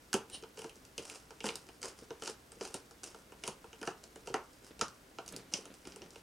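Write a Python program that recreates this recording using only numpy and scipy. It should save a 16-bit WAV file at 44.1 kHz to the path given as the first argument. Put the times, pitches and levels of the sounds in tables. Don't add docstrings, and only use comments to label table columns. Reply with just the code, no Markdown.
import sys
import numpy as np
from scipy import signal
from scipy.fft import rfft, irfft, next_fast_len
from scipy.io import wavfile
from scipy.ndimage import uniform_filter1d, map_coordinates

SR = 44100
rng = np.random.default_rng(int(sys.argv[2]) if len(sys.argv) > 2 else 0)


def persist_wave(psi):
    counts = np.round(np.clip(psi, -1, 1) * 32767).astype(np.int16)
    wavfile.write(sys.argv[1], SR, np.atleast_2d(counts).T)


N = 274302

# start in seconds, tick level in dB, then how strong
# the top octave, housing, panel and board are, in dB relative to the tick. 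contacts() trims all these levels.
BLADE_CONTACTS = [(.1299, -19.5, -10, -12.5, -8.5, -31), (.1406, -17, -6, -7, -11, -8),
                  (.2992, -39.5, -5, -10, -17, -16), (.4249, -43, -14, -6, -17, 0),
                  (.4362, -43.5, -20, -1, -1.5, -5.5), (.5738, -40.5, -17, -4, -10, -3),
                  (.5902, -38, 1, -4, -10, -2.5), (.618, -39, -14, -2, -11.5, -6),
                  (.6434, -40.5, -18, -3, -2, 1.5), (.6948, -43, -7, 0, -22, -10),
                  (.7567, -45, -16, -22, -23, -11), (.851, -42, -14, -13, -26, -27),
                  (.9797, -26.5, -13, -4.5, -22, -12), (1.0522, -35.5, -12, -12, -32, -39),
                  (1.098, -33, -5, -3.5, -22, -38), (1.114, -47, -15, -13, -30, -11),
                  (1.1566, -39, -16, -15, -29, -22), (1.3064, -41, -15, -8, -6, -8),
                  (1.405, -37, -18, 1.5, -16, -12), (1.4415, -31, -14, -8, -3, -1.5),
                  (1.4654, -27, -8, -4.5, -10, -12.5), (1.4884, -29, -17, 2, -11, -6),
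                  (1.5558, -26, -11, -20, -21, -25.5), (1.6884, -43.5, -13, -3.5, -7, -7),
                  (1.8169, -36, -11, -16, -27, -26), (1.8291, -27, -15, -10, -13.5, -29),
                  (2.1056, -40, -27, -3.5, -3, 1), (2.2221, -32.5, -20, -5, -6, -10.5),
                  (2.2587, -34, -19, -5, -25, -27), (2.2759, -25, -19.5, -16, -12, -17.5),
                  (2.5194, -37.5, -10, -16, -14, -16), (2.6102, -31.5, -27, -7.5, -10.5, -3),
                  (2.6515, -32, -20, -8.5, -14, -16), (2.7422, -24.5, -11.5, -13, -17.5, -18),
                  (2.9098, -43, -14, -24, -8, -13), (3.034, -31.5, -17, -20, -14, -18),
                  (3.0402, -29, -9, -13.5, -33, -39), (3.1457, -45, -10, -6, 0.5, -4.5),
                  (3.3211, -49, -8, 0.5, -2, 0), (3.4374, -30.5, -11, -1, -13, -15),
                  (3.477, -23.5, -11, -9.5, -16.5, -15), (3.642, -54.5, -16, 2, 7, 8.5),
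                  (3.7302, -43, -21, 0.5, -6, -11), (3.8148, -38.5, -10, -4, -12, -1),
                  (3.8291, -35, -12, -5, -2, -9), (3.8748, -30, -17, -2, 1, -2.5),
                  (4.0394, -36.5, -14, -15, -18, -19), (4.1583, -40.5, -14, -9, -9.5, -6.5),
                  (4.2727, -34, -14, -4.5, -9, -4), (4.2979, -44, -28, -5, -8, 4),
                  (4.3415, -25.5, -17, -5, 1.5, -2.5), (4.793, -36.5, -20, -7, -16.5, -11),
                  (4.812, -16.5, -22.5, -12.5, -6.5, -20.5), (4.8817, -37, -15, -23, -23, -27.5),
                  (5.1855, -37.5, -30, 0.5, 1, -1.5), (5.2618, -39.5, -9, -22, -30, -27),
                  (5.2788, -31.5, -7, -15, -25, -28), (5.2889, -34, -14, -17, -28, -33),
                  (5.3242, -36.5, -1, -32, -11, -22), (5.3633, -28.5, -10, -18, -25.5, -19),
                  (5.5377, -15.5, -23, -10.5, -36, -36), (5.655, -38, -7, -10.5, -12, -14),
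                  (5.853, -42.5, -19, -2, -13, -9), (5.9213, -40.5, -29, -7, -15, -26),
                  (5.9605, -37.5, -8, -9, -14.5, -8), (6.0186, -38.5, -30, -5, -15, -8),
                  (6.106, -42, -17, -20, -28, -22), (6.1576, -44, -20, 0.5, -7.5, -3.5)]
# frequency in Hz, relative level in dB per Hz.
TICK_COLOUR = [(1500, -38.5), (3500, -10.5), (4800, 0), (6200, -0.5), (8000, -3.5), (10000, -7),
               (11500, -19), (15500, -32)]
# frequency in Hz, relative level in dB, time to fade by 60 dB in seconds.
HOUSING_MODES = [(2161, -5.5, 0.053), (2423, 2.5, 0.017), (2874, 7.5, 0.026), (3097, -1, 0.061),
                 (3960, -10, 0.017), (4100, -1.5, 0.0042), (4374, -31, 0.021)]
# frequency in Hz, relative level in dB, time to fade by 60 dB in seconds.
PANEL_MODES = [(1169, -13, 0.14), (1183, -5.5, 0.008), (1375, 15, 0.032), (1508, -1.5, 0.052),
               (1690, 2.5, 0.021), (1774, -3.5, 0.072), (1958, -9.5, 0.0099)]
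# frequency in Hz, relative level in dB, time to fade by 60 dB in seconds.
RAIL_MODES = [(670, -3.5, 0.11), (768, 1, 0.075), (808, -14, 0.049), (896, 2, 0.075), (931, -1, 0.072),
              (992, -6, 0.038)]
# frequency in Hz, relative level in dB, time to fade by 60 dB in seconds.
BOARD_MODES = [(138.4, -16, 0.061), (201.7, -14, 0.096), (260, -10.5, 0.0057), (328, 0, 0.019),
               (374.6, -8, 0.098), (393, -4.5, 0.053), (452, 0.5, 0.076), (544.7, -10.5, 0.052)]
CHATTER_T60_S = 0.015
RAIL_DB = -5.5


def contacts(rows):
    out = np.zeros((2, N))
    t = np.arange(SR // 14) / SR
    for s, db, top_db, housing_db, panel_db, board_db in rows:
        bright_db = top_db + 14.5
        colour = causal([(hz, level + bright_db * np.clip((hz - 6000) / 2800, 0, 1)) for hz, level in TICK_COLOUR])

        fading = amp(-60 * t / CHATTER_T60_S) + 0.23 * amp(-60 * t / 0.00041)
        chatter = rng.standard_normal(len(t)) * fading
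        tick = amp(db - 12.5) * burst(signal.fftconvolve(chatter, colour)[:len(t)])

        housing = ring(HOUSING_MODES, t, attack=0.00044, dense_db=2.5, dense_t60=0.02)
        panel = ring(PANEL_MODES, t, attack=0.001, dense_db=7, dense_t60=0.009, count=12)
        rail = ring(RAIL_MODES, t, attack=0.0017, dense_db=1.0, dense_t60=0.044, count=8)
        board = ring(BOARD_MODES, t, attack=0.0046, dense_db=2, dense_t60=0.025, count=12)
        housing *= amp(db + housing_db - 9.5)
        panel *= amp(db + panel_db - 7.5)
        rail *= amp(db + min(panel_db, board_db) + RAIL_DB)
        board *= amp(db + board_db - 3.0)

        click = tick + housing
        knock = panel + rail + board
        stirred = scattered(click, blur_hz=225) + scattered(panel + rail, blur_hz=165) + board
        add(out, s, room(click + knock, wet_db=-6.5, feed=stirred))
    return out


FIRM_DB = -52
SMALL_PER_S, SMALL_DB = 15, -41.5
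SMALL_GROWS, SMALL_SPREAD_DB = 0.79, 3
# top octave, housing, panel and board, in dB relative to the tick
SMALL_TICK_MIX = (-16.5, -14.5, -11, -9.5)


def small_ticks(slide_db, count=400):
    when, luck = rng.random((count, 2)).T
    size = rng.standard_normal(count)
    at = ((np.arange(count) + when) * (N - 1) / count).astype(int)
    effort_db = slide_db[at] - FIRM_DB
    chance = SMALL_PER_S * amp(effort_db) * N / SR / count
    happens = luck < chance
    db = SMALL_DB + SMALL_GROWS * effort_db + SMALL_SPREAD_DB * size
    return [(s, level, *SMALL_TICK_MIX) for s, level in zip(at[happens] / SR, db[happens])]


# time when full level is reached in seconds, hold in seconds, level in dB.
WRIST_STROKES = [(.58, 0.062, -56), (.985, 0.049, -55), (1.065, 0.086, -53), (1.455, 0.03, -43.5),
                 (1.835, 0.05, -51.5), (1.99, 0.012, -56.5), (2.23, 0.068, -52.5), (2.615, 0.044, -49),
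                 (2.74, 0.0085, -51.5), (3.055, 0.018, -52.5), (3.15, 0.081, -65.5), (3.445, 0.031, -49.5),
                 (3.855, 0.015, -51), (4.265, 0.016, -58), (4.65, 0.017, -59.5), (5.37, 0.021, -58.5),
                 (5.535, 0.038, -49.5), (5.74, 0.013, -60), (5.87, 0.016, -58.5), (6.13, 0.057, -62.5)]


def sliding():
    return swells(WRIST_STROKES, rise=598, fall=270, rest_db=-71)


# frequency in Hz, relative level in dB per Hz.
SCRAPE_COLOUR = [(100, -23), (400, 10.5), (650, 1.5), (1400, 1), (2000, -7.5), (2950, -1), (3700, -9),
                 (4500, -2.5), (5000, 0.5), (5600, 2), (6500, -1), (9800, -3.5), (11500, -17.5),
                 (15500, -34)]
# frequency in Hz, relative level in dB per Hz.
BLADE_COLOUR = [(300, -3.5), (1000, -6.5), (2400, -13), (3000, 6), (3500, -5), (4100, 1), (4700, -8),
                (5400, -2), (6800, -11), (8400, -7), (9200, 8), (9900, -8), (10800, -24), (15000, -37)]
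# time when full level is reached in seconds, hold in seconds, level in dB.
BLADE_SKIDS = [(.342, 0.0088, -44.5)]


def scraping(slide_db):
    grip = map_coordinates(rng.standard_normal(N // 200 + 4), [np.arange(N) / 200], order=1)
    uneven = slips(rate=1800, spread_db=1) * amp(5.1 * grip)
    grate = unit(filtered(uneven, lambda hz: amp(along(SCRAPE_COLOUR, hz))))
    skid = unit(filtered(slips(rate=6900, spread_db=0.5), lambda hz: amp(along(BLADE_COLOUR, hz))))
    skid_db = swells(BLADE_SKIDS, rise=602, fall=725)
    return room(grate * amp(slide_db) + skid * amp(skid_db), wet_db=-5.5)[:, :N]


# start in seconds, level in dB, level of the low thud in dB relative to the ringing wood.
HAND_BUMPS = [(.99, -47, 0), (1.447, -46.5, -13), (2.02, -50, -11), (2.108, -43.5, -27),
              (2.567, -54.5, -12), (2.746, -48, 5), (3.481, -51.5, 5.5), (4.705, -55.5, 3.5),
              (4.816, -46.5, 8), (5.333, -57, 12), (5.539, -50.5, 9.5), (5.584, -46.5, -20),
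              (5.869, -48.5, -3)]
# frequency in Hz, relative level in dB per Hz.
THUD_COLOUR = [(50, -19), (100, -10.5), (150, -1.5), (240, -3), (420, -4), (600, -9.5), (850, -19),
               (1500, -18.5), (4000, -21), (12000, -74)]
# time when full level is reached in seconds, hold in seconds, level in dB.
HAND_SHIFTS = [(4.3, .3, -77), (5.32, 0.075, -57), (5.64, 0.064, -60), (5.88, 0.15, -60.5)]


def bumps():
    out = np.zeros((2, N))
    t = np.arange(SR // 7) / SR
    flesh = causal(THUD_COLOUR, size=4096)
    for s, db, thud_db in HAND_BUMPS:
        push = rng.standard_normal(len(t)) * t * amp(-60 * t / 0.037)
        thud = amp(thud_db) * burst(signal.fftconvolve(push, flesh)[:len(t)])
        wood = ring(BOARD_MODES, t, attack=0.0051, dense_db=5.0, dense_t60=0.032)
        add(out, s, room(amp(db) * (wood + thud), wet_db=-9.5))
    rumble = unit(filtered(slips(rate=370, spread_db=0.0), lambda hz: amp(along(THUD_COLOUR, hz))))
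    shift_db = swells(HAND_SHIFTS, rise=150, fall=108, rest_db=-70.5)
    return out + room(rumble * amp(shift_db), wet_db=-5)[:, :N]


# frequency in Hz, relative level in dB per Hz.
AIR_COLOUR = [(12, -62), (20, -7), (65, -0.5), (107, -7), (285, -4), (802, -13), (1290, -16.5), (1400, -14),
              (2020, -16.5), (2200, -16.5), (2530, -19), (7950, -22), (8890, -22.5), (13200, -25.5),
              (16000, -29)]
AIR_DB = -62.5
# frequency in Hz, rms level in dB.
MAINS_HUM = [(60, -76), (120, -77.5)]


def workshop():
    mid, side = unit(filtered(rng.standard_normal((2, N)), lambda hz: amp(along(AIR_COLOUR, hz))))
    width_db = [(40, -25), (250, -10.0), (1000, 2.0), (5000, -5), (12000, -18)]  # (Hz, dB)
    side = filtered(side, lambda hz: amp(along(width_db, hz)))
    t = np.arange(N) / SR
    hum = sum(amp(db) * np.sqrt(2) * np.sin(2 * np.pi * hz * t) for hz, db in MAINS_HUM)
    return amp(AIR_DB) * (mid + np.array([side, -side])) + hum


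# frequency in Hz, time to fade by 60 dB in seconds.
ROOM_FADE = [(150, 0.24), (450, 0.19), (1100, 0.33), (1700, 0.24), (3000, 0.22), (7000, 0.17),
             (14000, 0.16)]


def room(x, wet_db, feed=None, width=0.19):
    hz, t, z = signal.stft(rng.standard_normal((2, SR // 4)), SR, nperseg=256)
    tail = signal.istft(z * amp(-60 * t / along(ROOM_FADE, hz)[:, None]), SR, nperseg=256)[1]
    tail = tail * (1 - np.exp(-(np.arange(tail.shape[1]) / SR / 0.0037) ** 2))
    mid, side = amp(wet_db) * tail / np.linalg.norm(tail[0])
    spread = [(280, 0.058), (550, 0.45), (1200, 2.0), (4000, 2.27), (12000, 1.35)]  # (Hz, gain)
    side = width * filtered(side, lambda f: along(spread, f))
    source = x if feed is None else feed
    wet = signal.fftconvolve(source[None], np.array([mid + side, mid - side]), axes=1)
    add(wet, 0, x)
    return wet


def ring(modes, t, attack, dense_db, dense_t60, count=26):
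    hz, db, t60 = np.transpose(modes)[:, :, None]
    strength, detune, phase = rng.standard_normal((3, len(modes), 1))
    clear_hz = hz * (1 + 0.0091 * detune)
    clear = amp(db + 2 * strength - 60 * t / t60) * np.sin(2 * np.pi * (clear_hz * t + phase))
    even_hz = np.linspace(hz.min(), hz.max(), count)[:, None]
    crowd_hz = even_hz * (1 + 0.028 * rng.standard_normal((count, 1)))
    crowd_gain = amp(np.interp(crowd_hz, hz[:, 0], db[:, 0]))
    crowd = crowd_gain * np.sin(2 * np.pi * (crowd_hz * t + rng.random((count, 1))))
    both = burst(clear.sum(0)) + amp(dense_db) * burst(crowd.sum(0) * amp(-60 * t / dense_t60))
    return burst(both * (1 - np.exp(-(t / attack) ** 2)))


def slips(rate, spread_db):
    happens = rng.random(N) < rate / SR
    return happens * rng.standard_normal(N) * amp(spread_db * rng.standard_normal(N))


def swells(rows, rise, fall, rest_db=-120):
    t = np.arange(N) / SR
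    each = [db - rise * np.maximum(s - t, 0) - fall * np.maximum(t - s - hold, 0) for s, hold, db in rows]
    return np.maximum(np.max(each, axis=0), rest_db)


def scattered(x, blur_hz, size=2048):
    hz = np.fft.rfftfreq(size, 1 / SR)
    weights = np.exp(-(np.arange(-60, 61) * hz[1] / blur_hz) ** 2)
    power = np.convolve(np.abs(rfft(x, size)) ** 2, weights / weights.sum(), "same")
    smooth_db = 10 * np.log10(power + 1e-14)
    return np.pad(causal(np.transpose([hz, smooth_db]), size=size), (0, len(x) - size))


def causal(points, size=512):
    cep = irfft(np.log(amp(along(points, np.fft.rfftfreq(size, 1 / SR)))))
    cep[1:size // 2] *= 2
    cep[size // 2 + 1:] = 0
    return irfft(np.exp(rfft(cep)))


def filtered(x, response):
    m = next_fast_len(x.shape[-1] + 8192)
    return irfft(rfft(x, m) * response(np.fft.rfftfreq(m, 1 / SR)), m)[..., :x.shape[-1]]


def along(points, hz):
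    f, v = np.transpose(points)
    return np.interp(np.log(hz + 1), np.log(f + 1), v)


def burst(x, size=176):
    return x / np.sqrt(uniform_filter1d(x ** 2, size, mode="constant").max())


def unit(x):
    return x / np.sqrt(np.mean(x ** 2) + 1e-20)


def amp(db):
    return 10 ** (np.asarray(db) / 20)


def add(track, s, sound):
    part = track[..., max(round(s * SR), 0):][..., :sound.shape[-1]]
    part += sound[..., :part.shape[-1]]


def scene():
    slide_db = sliding()
    air = workshop()
    work = contacts(BLADE_CONTACTS) + bumps() + scraping(slide_db) + contacts(small_ticks(slide_db))
    return work * amp([[-.3], [.3]]) + air


TOP_HZ = 15950


def record(dry):
    return filtered(dry, lambda hz: hz < TOP_HZ)


dry = scene()
out = record(dry)
persist_wave(out)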